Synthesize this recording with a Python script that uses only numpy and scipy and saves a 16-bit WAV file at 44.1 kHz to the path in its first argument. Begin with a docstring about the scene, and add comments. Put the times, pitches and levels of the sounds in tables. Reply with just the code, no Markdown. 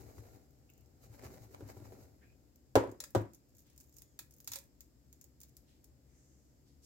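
"""A metal loaf pan of batter slides to and fro on a counter: stick-slip noise, soft bumps, squeaks and nail ticks.
Two hard knocks follow, edge after edge: each contact flexes the base, rings decaying modes and thumps the counter.
Chocolate chips start dropping around the knocks, then trickle from a hand: snaps and rattles of filtered noise,
with ringing modes at the pan's wall, a faint whistle, soft swishes, and a short hiss rising at the very end.
All through, a low hum and air noise fill a small live room, heard from close by."""
import sys
import numpy as np
from scipy import signal
from scipy.fft import rfft, irfft, next_fast_len
from scipy.io import wavfile

SR = 44100
rng = np.random.default_rng(int(sys.argv[2]) if len(sys.argv) > 2 else 0)


def int16_out(signal):
    """Quantize to a 16-bit WAV file."""
    q = np.round(np.clip(np.atleast_2d(signal).T, -1, 1) * 32767)
    wavfile.write(sys.argv[1], SR, q.astype(np.int16))


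N = 302085
TIME = np.arange(N) / SR   # s

# In every noise colour the level is relative, per Hz of bandwidth.

# Pan base meeting the counter: soft bumps while sliding, two knocks that settle, a last faint nudge
# [t/s, force level/dB, flex f/Hz, clatter level/dB, counter thump level/dB]
CONTACTS = [(0.187, -46.5, 340, -75, -40), (1.095, -75, 302, -82, -45), (1.236, -39, 390, -56, -54),
            (1.253, -44, 388, -66, -39), (1.302, -45, 283, -68, -51), (1.404, -53, 303, -80, -44.5),
            (1.607, -37.5, 413, -51, -61), (1.623, -38.5, 300, -72, -36.5), (1.653, -47, 258, -64, -44.5),
            (1.768, -42.5, 368, -59, -43), (1.802, -43, 313, -74, -61), (1.822, -45, 310, -70, -42.5),
            (1.922, -42.5, 440, -56.5, -47), (2.7548, -7.5, 618, -17, -36), (2.7615, -6, 460, -25.5, -22),
            (2.768, -19, 950, -38, -49.5), (2.7727, -14, 330, -39, -38), (2.7765, -16.5, 560, -37, -49),
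            (2.784, -26, 800, -40, -55), (2.8054, -24, 393, -44.5, -46), (2.838, -26.5, 540, -45, -60),
            (2.856, -31.5, 370, -54, -54), (2.874, -36, 500, -51, -42), (2.892, -37, 327, -53, -44),
            (2.923, -37, 380, -65, -53), (2.945, -46, 370, -63, -67), (3.1494, -17, 715, -27.5, -62),
            (3.1541, -16.5, 338, -31, -37.5), (3.1605, -19.5, 530, -34.5, -20),
            (3.169, -21, 340, -45, -39.5), (3.177, -32.5, 640, -48.5, -49.5), (3.198, -38, 542, -58, -49),
            (3.208, -31, 333, -56, -34), (3.255, -41, 330, -59, -53), (4.497, -68, 260, -85, -50)]
# Where the flexing base radiates [f/Hz, left-right level/dB]
FLEX_BALANCE = [(300, 0.5), (400, 0), (550, -4.5), (750, 1)]
# Ringing of the pan, damped by its batter [f/Hz, level/dB, t60/s, left-right level/dB]
PAN_MODES = [(255, -23, .17, -1.5), (305, -21.5, 0.2, 0), (357, -8.5, .12, -2), (377.3, -11.5, .12, 2.5),
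             (405, -22.5, 0.04, -0.5), (541.5, -10, .13, -1.5), (626, -16.5, 0.04, 0.5),
             (748.7, -16.5, 0.08, 2), (838.6, -20, 0.092, 0.5), (925, -23.5, .19, 3.5), (980, -6, 0.071, 1),
             (1155, -25, .17, -0.5), (1438, -21.5, 0.12, 1.5), (1433, -21, 0.1011, 0),
             (1868, -23.5, 0.082, -3), (2310, -29.5, 0.0807, -1)]
# Dense, quickly dying modes of the sheet metal [f/Hz, level/dB]
CLATTER_COLOUR = [(170, -10), (300, -3.5), (600, 8.5), (1000, 0.5), (1500, -4), (2500, -18.5),
                  (3600, -15.5), (5400, -20), (7400, -16.5), (9500, -29), (13000, -23), (16000, -34)]
# Crowd of weaker wall modes that outlasts the clatter [f/Hz, level/dB]
BODY_COLOUR = [(300, 0.5), (380, 0), (550, 0), (950, -0.5), (1500, -10), (2400, -17.5)]
FLEX_CYCLES = 11.05   # swings until the flexing is 60 dB down
COUNTER_RISE_S, FLEX_RISE_S = 0.0033, 0.00059   # the heavy counter takes longer to start moving
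# Levels relative to the force; quicker contacts ring the modes more
RINGING_DB, CONTACT_HZ, RINGING_DB_PER_OCTAVE = -11, 512, 4.5
BODY_DB, BODY_T60 = -28, 0.24
BATTER_HZ, BATTER_DB, BATTER_T60 = 144.73, -28, 0.063   # the heavy filling bounces on the base
COUNTER_HZ, COUNTER_T60 = 107.3, 0.1
CRACK_DB, CRACK_T60 = -15, 0.0074   # metal meeting the counter, relative to the clatter
PORT_LAG_S = 0.00013   # the right microphone port hears the pan first

# Hollow under the base, changing pitch as the pan tilts
# [start t/s, length/s, first f/Hz, last f/Hz, level/dB]
TILTS = [(1.289, 0.11, 230, 682, -63), (1.498, 0.046, 367, 500, -60), (1.636, 0.054, 389, 222, -57),
         (2.779, 0.062, 249, 602, -34)]
TILT_ROUGH, TILT_FLUTTER_PER_S = 0.46, 170

# Strokes to and fro that level the batter [t/s at top speed, speed level/dB]
STROKES = [(.005, 0), (.098, -4), (.18, 2), (.275, -6), (.352, -6), (.44, -7), (1.04, 10), (1.145, 10.5),
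           (1.25, 5.5), (1.342, 3.5), (1.435, 6.5), (1.53, 5.5), (1.615, -7), (1.697, 7.5), (1.775, -4),
           (1.855, -9), (1.935, -3), (2.022, -6)]
# How hard the base is pushed over the counter [t/s, level/dB]
PUSH = [(0, 2), (.2, -1), (.34, -1), (.48, -13.5), (.58, -13), (.96, -13), (1.04, -5.5), (1.17, -6),
        (1.26, 3), (1.33, 0.5), (1.49, -5.5), (1.64, -1), (2.04, 0), (2.11, -9.5), (2.5, -18)]
# Crumbs of grit dragged under the base [t/s at the height of the scuff, level/dB, half length/s]
SCUFFS = [(0.184, -73, 0.0048), (1.191, -63, 0.0086), (1.245, -63.5, 0.029), (1.377, -56, 0.0056),
          (1.546, -55, 0.0048), (1.689, -68, 0.0017), (1.7, -59.5, 0.0092), (1.856, -66, 0.011)]
# Three noise colours of the sliding base [f/Hz, level/dB]
JUDDER_COLOUR = [(35, -17), (60, -6.5), (102, -1), (172, -16.5), (304, -11), (346, -16), (380, -12.5),
                 (652, -20), (794, -18.5), (1100, -59), (1400, -27), (1820, -76), (3080, -120)]
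SCRAPE_COLOUR = [(500, 7.5), (900, 4), (1500, -4), (2300, -3.5), (3300, -24), (5000, -9)]
HISS_COLOUR = [(1760, -19), (3000, -7), (3330, -16), (3860, -2.5), (5920, -2.5), (6670, 1.5), (7940, -2.5),
               (9010, -10.5), (12800, 1), (15100, -5.5), (16000, -2)]
STROKE_S = 0.082   # length of one stroke
TURN_SPEED = 0.54   # share of a 0 dB stroke's top speed that is left at the turns
SCUFF_HISS_DB = -14   # hiss of a scuff relative to its scrape

# Fingers squeaking briefly on the rim [t/s, f/Hz, level/dB, length/s, width as a share of the pitch]
SQUEAKS = [(0.688, 2630, -69, 0.023, 0.27), (0.717, 2760, -83.5, 0.13, .22),
           (2.209, 1800, -69, 0.057, 0.97), (2.228, 2470, -77.5, 0.13, .13)]
# Fingernails ticking on the rim [t/s, level/dB]
NAILS = [(0.507, -66), (0.587, -69), (0.7, -57), (0.736, -61), (0.778, -61.5), (0.809, -65), (0.86, -65),
         (2.5586, -58)]

# The clearest chips to drop [t/s, level/dB, left-right level/dB]
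CLEAR_CHIPS = [(2.899, -63, 2), (2.915, -53.5, -1), (3.0028, -31.5, 5), (3.039, -35.5, 0),
               (3.1056, -53.5, 1), (3.178, -50, 1), (3.216, -54.5, -1), (3.3345, -52.5, -3),
               (3.3468, -50.5, 1), (3.4927, -66, -2), (3.5506, -61, 0), (3.583, -55.5, -2),
               (3.592, -54, -3), (3.6996, -60, 1), (3.7622, -61.5, -5), (3.7778, -49, -0.5),
               (3.8018, -51.5, 0), (3.8084, -49.5, 0.5), (3.84, -60, -1), (3.9257, -61, -1),
               (3.942, -59, 0.5), (3.967, -50, -3.5), (3.9842, -48.5, -3), (4.02, -46.5, -1),
               (4.1904, -33.5, -1.5), (4.309, -54, -2), (4.339, -55.5, 3), (4.365, -61, -4),
               (4.403, -48.5, 0), (4.4452, -52, 1), (4.475, -32, -5), (4.5179, -31.5, 1),
               (4.5344, -30.5, -3), (4.5574, -31, -3), (4.587, -41.5, 1), (4.807, -45, 2.5),
               (5.128, -48.5, 0), (5.213, -48.5, 2.5), (5.242, -52, -4), (5.4033, -51, -4),
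               (5.4147, -47, 1), (5.433, -44.5, -2), (5.5678, -48, 1), (5.843, -51.5, 1.5)]
# Noise colours of the short snap, the chip's rattle and the pan's wall under it [f/Hz, level/dB]
SNAP_COLOUR = [(4500, -14), (6800, 5), (9500, -24), (12500, 2.5), (15000, 6), (16000, -7)]
CHIP_COLOUR = [(2800, -16), (3700, -44), (4400, -11.5), (5100, -4), (5700, -4.5), (6900, 2.5), (8200, -5),
               (9500, -8), (12000, -0.5), (14500, -8.5), (16000, -1)]
WALL_COLOUR = [(650, -4), (800, -3), (990, 2.5), (1150, -6), (1350, -2), (1600, -2), (2500, -1), (3050, -9),
               (3600, 5.5), (5500, -0.5)]
# Direct hits that leave the pan's wall singing [t/s, level/dB, most strongly excited f/Hz]
RIM_HITS = [(3.003, -52.5, 570), (3.039, -59, 1409), (4.191, -63, 1620), (4.475, -67, 3800),
            (4.518, -58, 1100), (4.535, -61, 1300), (4.5574, -57, 570)]
# Singing modes of the wall [f/Hz, level/dB, t60/s]
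RIM_MODES = [(550, -5.5, 0.24), (1009.6, -9, 0.089), (1345, 1.5, 0.041), (1690, 0, 0.071), (2454, 1, 0.07),
             (3790, -5, 0.06), (4870, 14, 0.055), (7150, -12.5, .12)]
# How briskly the fingers work the chips [t/s, level/dB]
FINGERS = [(3.48, -4), (3.58, -2), (4.02, 0), (4.18, -25), (4.37, 5), (4.46, 1), (4.55, 7), (4.62, -5.5),
           (4.9, -27), (5.3, -16), (5.9, -15.5)]
SMALL_CHIPS_PER_S = 20   # at a briskness of 0 dB
SMALL_CHIP_DB, SMALL_CHIP_SPREAD_DB, SMALL_CHIP_TOP_DB = -66, 10, -61
CHIP_COLOUR_DB = 2.5   # no two chips sound alike: spread of each part of their spectrum
RIM_LOSS_DB_PER_OCTAVE = 9.5   # for modes away from the most excited one
RIM_RATTLE, RIM_RATTLE_PER_S = 1, 134   # the loose chips make the ringing waver

# Soft swishes of hiss, then a short rising hiss at the very end
# [start t/s, length/s, f/Hz, level/dB, level/dB an octave to either side]
SWISHES = [(3.633, 0.19, 3400, -75.5, -1), (3.875, 0.39, 6540, -78, -20), (5.657, 0.16, 3593, -74.5, -4),
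           (6.019, 0.42, 1900, -85, -11.5), (6.051, 0.64, 6670, -75, -31.5),
           (6.653, 0.12, 5050, -76, -11.5), (6.814, 0.16, 6200, -64, -11.5)]
SWISH_RISE = 0.22   # share of the length spent swelling
SWISH_WIDTH = 1.09   # flat within this ratio of the centre

# A very faint, thin whistle that lifts, then sinks [t/s, f/Hz, level/dB]
WHISTLE = [(3.879, 7160, -81), (3.94, 7780, -88), (4.04, 6900, -80), (4.1, 6820, -79.5), (4.17, 6320, -86)]

# Echo of the small kitchen: its colour [f/Hz, level/dB] and its decay [f/Hz, t60/s]
ROOM_COLOUR = [(60, -3.5), (200, -1), (500, -3), (2000, 2.5), (5000, 1), (16000, -3.5)]
ROOM_T60 = [(80, .25), (250, 0.36), (600, 0.25), (1000, 0.25), (1800, 0.28), (4000, 0.16), (14000, 0.23)]
# Noise colours of the low air noise and the faint hiss [f/Hz, level/dB]
AIR_COLOUR = [(15, -57), (25, -30), (49, -1), (70, -3.5), (92, -11), (137, -3.5), (166, -16.5), (190, -14),
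              (285, -10.5), (439, -21), (489, -20), (1100, -33.5), (6920, -45.5), (7510, -46),
              (16000, -52.5)]
AIR_TREBLE_COLOUR = [(3000, -18.5), (5200, 1), (5800, -6), (7400, 2), (8800, -11), (10800, -11.5),
                     (12500, -3), (16000, -10.5)]
AIR_DB, AIR_TREBLE_DB = -66, -79.5
HUM_HZ, HUM_DB = 69, -73   # centres of a wavering pitch and level
# How alike the two channels of any noise are [f/Hz, left-right correlation]
LIKENESS = [(60, 0.51), (250, 0.91), (500, 0.45), (1000, -0.38), (2000, 0.31), (4000, -0.14),
            (16000, 0.099)]
CUTOFF_HZ = 16000


def from_db(db):
    """Gain for a level in dB."""
    return 10 ** (np.asarray(db) / 20)


def rms_one(x):
    """Scales a signal to an rms of 1."""
    return x / np.sqrt(np.mean(x ** 2) + 1e-20)


def at_hz(points, hz):
    """Reads a table on a log-frequency axis."""
    table = np.array(points)
    return np.interp(np.log(np.maximum(hz, 1)), np.log(table[:, 0]), table[:, 1])


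def panned(left_db):
    """Channel gains for a left-right difference in dB."""
    return from_db(np.array([[left_db], [-left_db]]) / 2)


def add(out, s, sound):
    """Mixes a sound in at a time in seconds."""
    i = round(s * SR)
    out[..., i:i + sound.shape[-1]] += sound[..., :N - i]


def gain_curve(rows):
    """Gain from rows of (s, dB), silent outside their span."""
    s, db = np.transpose(rows)
    return from_db(np.interp(TIME, s, db)) * (TIME >= s[0]) * (TIME <= s[-1])


def drift(rate):
    """Random wandering with spread 1: straight lines between chance values, `rate` of them a second."""
    return np.interp(TIME * rate, np.arange(4096), rng.standard_normal(4096)) * np.sqrt(3 / 2)


def noise(spectrum, size=N):
    """Stereo noise of a given colour, most alike between channels in the bass; rms 1."""
    padded = next_fast_len(size, True)
    hz = np.arange(padded // 2 + 1) * SR / padded
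    mid, side = rfft(rng.standard_normal((2, padded)))
    alike = np.clip(at_hz(LIKENESS, hz), -1, 1)
    both = np.sqrt(1 + alike) * mid + np.sqrt(1 - alike) * side * [[1], [-1]]
    # roll off beyond either end of the table
    skirts = np.minimum(1, hz / spectrum[0][0]) ** 2 / np.maximum(1, hz / spectrum[-1][0]) ** 2
    return rms_one(irfft(both * skirts * from_db(at_hz(spectrum, hz)), padded)[:, :size])


def burst(spectrum, t60, size=8192):
    """Many close modes struck at once, dying together: noise with one exponential decay."""
    return noise(spectrum, size=size) * from_db(-60 * TIME[:size] / t60)


def ring(hz, t60, size=22050, lag_s=0, rise_s=1e-9):
    """One struck mode: a decaying sine with a soft onset."""
    age = np.maximum(TIME[:size] - lag_s, 0)
    return np.sin(2 * np.pi * hz * age) * from_db(-60 * age / t60) * (1 - np.exp(-age / rise_s))


def pan_blows(clatter_t60=0.043, mode_spread_db=2.5, corner_ratio=1.917):
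    """Each contact flexes the base, rings the pan and thumps the counter; a slow contact misses high modes."""
    out = np.zeros((2, N))
    lags = np.array([[PORT_LAG_S], [0]])
    for s, force_db, flex_hz, clatter_db, thump_db in CONTACTS:
        flex = ring(flex_hz, FLEX_CYCLES / flex_hz, size=8192, lag_s=lags, rise_s=FLEX_RISE_S)
        add(out, s, from_db(force_db) * panned(at_hz(FLEX_BALANCE, flex_hz)) * flex)

        ringing_db = force_db + RINGING_DB + RINGING_DB_PER_OCTAVE * np.log2(flex_hz / CONTACT_HZ)
        for k, (hz, mode_db, t60, left_db) in enumerate(PAN_MODES):
            reach = 1 / np.hypot(1, (hz / (corner_ratio * flex_hz)) ** 2)
            strength = reach * from_db(ringing_db + mode_db + rng.normal(0, mode_spread_db))
            swing = (-1) ** (k + 1)   # neighbouring modes swing in opposite directions
            add(out, s, swing * strength * panned(left_db) * ring(hz, t60, size=13000, lag_s=lags))

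        batter = ring(BATTER_HZ, BATTER_T60, rise_s=COUNTER_RISE_S)
        thump = ring(COUNTER_HZ, COUNTER_T60, rise_s=COUNTER_RISE_S)
        add(out, s, from_db(clatter_db) * burst(CLATTER_COLOUR, clatter_t60))
        add(out, s, from_db(force_db + BODY_DB) * burst(BODY_COLOUR, BODY_T60))
        add(out, s, from_db(force_db + BATTER_DB) * batter)
        add(out, s, from_db(thump_db) * panned(4) * thump)
        add(out, s, from_db(clatter_db + CRACK_DB) * burst(CHIP_COLOUR, CRACK_T60, size=2048))
    return out


def tilts():
    """The hollow under the base rings with a rough, gliding tone while the gap changes."""
    out = np.zeros((2, N))
    for s, length_s, first_hz, last_hz, db in TILTS:
        progress = np.minimum(TIME[:8192] / length_s, 1)
        phase = 2 * np.pi * np.cumsum(first_hz + (last_hz - first_hz) * progress) / SR
        flutter = TILT_ROUGH * drift(TILT_FLUTTER_PER_S)[:8192]
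        slip = TILT_ROUGH * drift(TILT_FLUTTER_PER_S)[:8192]
        tone = (1 + flutter) * np.sin(phase) + slip * np.cos(phase)
        add(out, s, from_db(db) * np.sin(np.pi * progress) * tone)
    return out


def shake_speed():
    """Speed of the base, 1 at the height of a lone 0 dB stroke: it swells in each stroke and drops at the turns."""
    swing = 0
    for s, db in STROKES:
        stroke = np.cos(np.pi * np.clip((TIME - s) / STROKE_S, -.5, .5)) ** 2
        swing = swing + from_db(db) * stroke
    return TURN_SPEED + (1 - TURN_SPEED) * swing


def grit_catches(grains_per_s=800, size_db=4, t60=0.0093):
    """Quick, uneven catches of the base on the counter, as a gain with rms 1."""
    sizes = from_db(size_db * np.minimum(rng.exponential(1, N), 3))
    catches = (rng.random(N) < grains_per_s / SR) * sizes
    # overlapping catches add up in power
    power = signal.lfilter([1], [1, -from_db(-120 / (t60 * SR))], catches ** 2 + 1e-18)
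    return rms_one(np.sqrt(power))


def sliding(judder_db=-57, scrape_db=-67, hiss_db=-66.0, judder_follows=0.2, scrape_follows=0.92,
            rough_db=1.0, scuff_judder_db=-7, hiss_grain_db=1.0):
    """The base sticks and slips: uneven grip shakes judder and hiss, grit breaks up the scrape; push drives all."""
    push, speed = gain_curve(PUSH), shake_speed()
    grip = from_db(rough_db * drift(180))
    scuffs = sum(from_db(db) / (1 + ((TIME - s) / half_s) ** 4) for s, db, half_s in SCUFFS)

    # the exponents set how closely each layer follows the speed
    judder_gain = from_db(judder_db) * push * speed ** judder_follows + from_db(scuff_judder_db) * scuffs
    scrape_gain = from_db(scrape_db) * push * speed ** scrape_follows + scuffs
    hiss_gain = from_db(hiss_db) * push * speed + from_db(SCUFF_HISS_DB) * scuffs

    judder = judder_gain * noise(JUDDER_COLOUR) * panned(3.8)
    scrape = scrape_gain * noise(SCRAPE_COLOUR)
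    hiss = hiss_gain * noise(HISS_COLOUR) * from_db(hiss_grain_db * drift(590))
    return grip * (judder + hiss) + grit_catches() * scrape


def squeaks():
    """Skin slipping on the coating makes a rough tone: narrow noise in a rounded swell."""
    out = np.zeros((2, N))
    for s, hz, db, length_s, width in SQUEAKS:
        swell = np.sin(np.pi * np.minimum(TIME[:8192] / length_s, 1))
        colour = [(hz / (1 + width), -20), (hz, 0), (hz * (1 + width), -20)]
        add(out, s, from_db(db) * swell * noise(colour, size=8192))
    return out


def nails(t60=0.022):
    """Light, bright ticks of the grip shifting on the rim."""
    out = np.zeros((2, N))
    for s, db in NAILS:
        add(out, s, from_db(db) * burst(SNAP_COLOUR, t60))
    return out


def small_chips(scatter_db=2):
    """Lighter chips slip out at random, more often as the fingers work: rows like those of CLEAR_CHIPS."""
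    times = TIME[rng.random(N) < SMALL_CHIPS_PER_S * gain_curve(FINGERS) / SR]
    rows = []
    for s in times:
        size, side = rng.standard_normal(2)
        db = min(SMALL_CHIP_DB + SMALL_CHIP_SPREAD_DB * size, SMALL_CHIP_TOP_DB)
        rows.append((s, db, scatter_db * side))
    return rows


def chips(click_db=-5, click_t60=0.042, snap_db=0.0, snap_t60=0.0059, hardest_snap_db=-44,
          wall_db=-15.0, wall_t60=0.063, wall_db_per_db=0.5, hard_hit_db=-33):
    """A tiny snap and a short bright rattle of its own colour; harder hits bring up the pan's wall."""
    out = np.zeros((2, N))
    for s, db, left_db in CLEAR_CHIPS + small_chips():
        # chocolate gives under a hard hit, so the snap stops growing
        snap = from_db(min(db, hardest_snap_db) + snap_db) * burst(SNAP_COLOUR, snap_t60)
        colour = [(hz, level_db + rng.normal(0, CHIP_COLOUR_DB)) for hz, level_db in CHIP_COLOUR]
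        rattle = from_db(db + click_db) * burst(colour, click_t60)
        add(out, s, panned(left_db) * (snap + rattle))
        wall_hit_db = db + wall_db + wall_db_per_db * (db - hard_hit_db)
        add(out, s, from_db(wall_hit_db) * burst(WALL_COLOUR, wall_t60))
    return out


def singing_wall():
    """After a direct hit the wall's modes ring and waver, strongest near the pitch that was struck."""
    out = np.zeros((2, N))
    for s, db, struck_hz in RIM_HITS:
        waver = 1 + RIM_RATTLE * drift(RIM_RATTLE_PER_S)[:8192]
        for hz, mode_db, t60 in RIM_MODES:
            loss_db = RIM_LOSS_DB_PER_OCTAVE * abs(np.log2(hz / struck_hz))
            add(out, s, from_db(db + mode_db - loss_db) * waver * ring(hz, t60, size=8192))
    return out


def hand(rustle_db=-76, grains_per_s=55, grain_db=4, grain_t60=0.02):
    """Chips shift in the fingers with tiny uneven ticks: noise gated by random decaying grains."""
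    sizes = from_db(grain_db * np.minimum(rng.exponential(1, N), 3))
    grains = (rng.random(N) < grains_per_s / SR) * sizes
    fading = signal.lfilter([1], [1, -from_db(-60 / (grain_t60 * SR))], grains + 1e-18)
    return gain_curve(FINGERS) * from_db(rustle_db) * rms_one(fading) * noise(SNAP_COLOUR)


def swishes():
    """Each swish is a smooth band of hiss that swells quickly and fades slowly; the end cuts the last one short."""
    out = np.zeros((2, N))
    for s, length_s, hz, db, skirt_db in SWISHES:
        swell = np.interp(TIME[:SR] / length_s, [0, SWISH_RISE, 1], [0, 1, 0])
        colour = [(hz / 2, skirt_db), (hz / SWISH_WIDTH, 0), (hz * SWISH_WIDTH, 0), (hz * 2, skirt_db)]
        add(out, s, from_db(db) * swell * noise(colour, size=SR))
    return out


def whistle(waver_hz=15, octave_below_db=-13):
    """A thin, slightly unsteady tone with a weaker one an octave below."""
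    s, hz, db = np.transpose(WHISTLE)
    phase = 2 * np.pi * np.cumsum(np.interp(TIME, s, hz) + waver_hz * drift(200)) / SR
    tone = np.sin(phase) + from_db(octave_below_db) * np.sin(phase / 2)
    return gain_curve(np.transpose([s, db])) * tone


def room(x, delay_s=0.003375):
    """Diffuse reflections of a small kitchen: a noise tail whose bands each die at their own rate."""
    size = 26000
    white, tail = noise(ROOM_COLOUR, size=size), 0
    edges = np.geomspace(40, 18000, 10)   # Hz
    for low, high in zip(edges, edges[1:]):
        band_pass = signal.butter(2, [low, high], "band", fs=SR, output="sos")
        t60 = at_hz(ROOM_T60, np.sqrt(low * high))
        tail = tail + signal.sosfilt(band_pass, white) * from_db(-60 * TIME[:size] / t60)
        white = white[:, ::-1]   # neighbouring bands use the noise in opposite directions
    # silent up to the delay, then fading in over the same time again
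    tail = tail * np.clip(TIME[:size] / delay_s - 1, 0, 1)
    return signal.fftconvolve(x, rms_one(tail) / np.sqrt(size), axes=1)[:, :N]


def room_tone(waver_db=3, wander_hz=1.3):
    """Low air noise, a faint hiss and a hum that wavers in pitch and level."""
    phase = 2 * np.pi * np.cumsum(HUM_HZ + wander_hz * drift(8.5)) / SR
    hum = from_db(HUM_DB + waver_db * drift(25)) * np.sqrt(2) * np.sin(phase)
    air = from_db(AIR_DB) * noise(AIR_COLOUR)
    treble = from_db(AIR_TREBLE_DB) * noise(AIR_TREBLE_COLOUR)
    return panned(3.35) * (hum + air) + treble


def scene(pan_room_db=-11, chip_room_db=-10):
    """Pan, chips and swishes close to the microphone, with the room behind them."""
    pan = pan_blows() + tilts() + sliding() + squeaks() + nails()
    sprinkle = chips() + singing_wall() + hand() + swishes()
    echo = room(from_db(pan_room_db) * pan + from_db(chip_room_db) * sprinkle)
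    return pan + sprinkle + whistle() + echo + room_tone()


def record(dry):
    """The microphone drops the deep bass; the top is cut steeply."""
    bass_cut = signal.butter(4, 46, "high", fs=SR, output="sos")
    top_cut = signal.ellip(10, .2, 80, CUTOFF_HZ, fs=SR, output="sos")
    return signal.sosfilt(top_cut, signal.sosfilt(bass_cut, dry))


dry = scene()
out = record(dry)
int16_out(out)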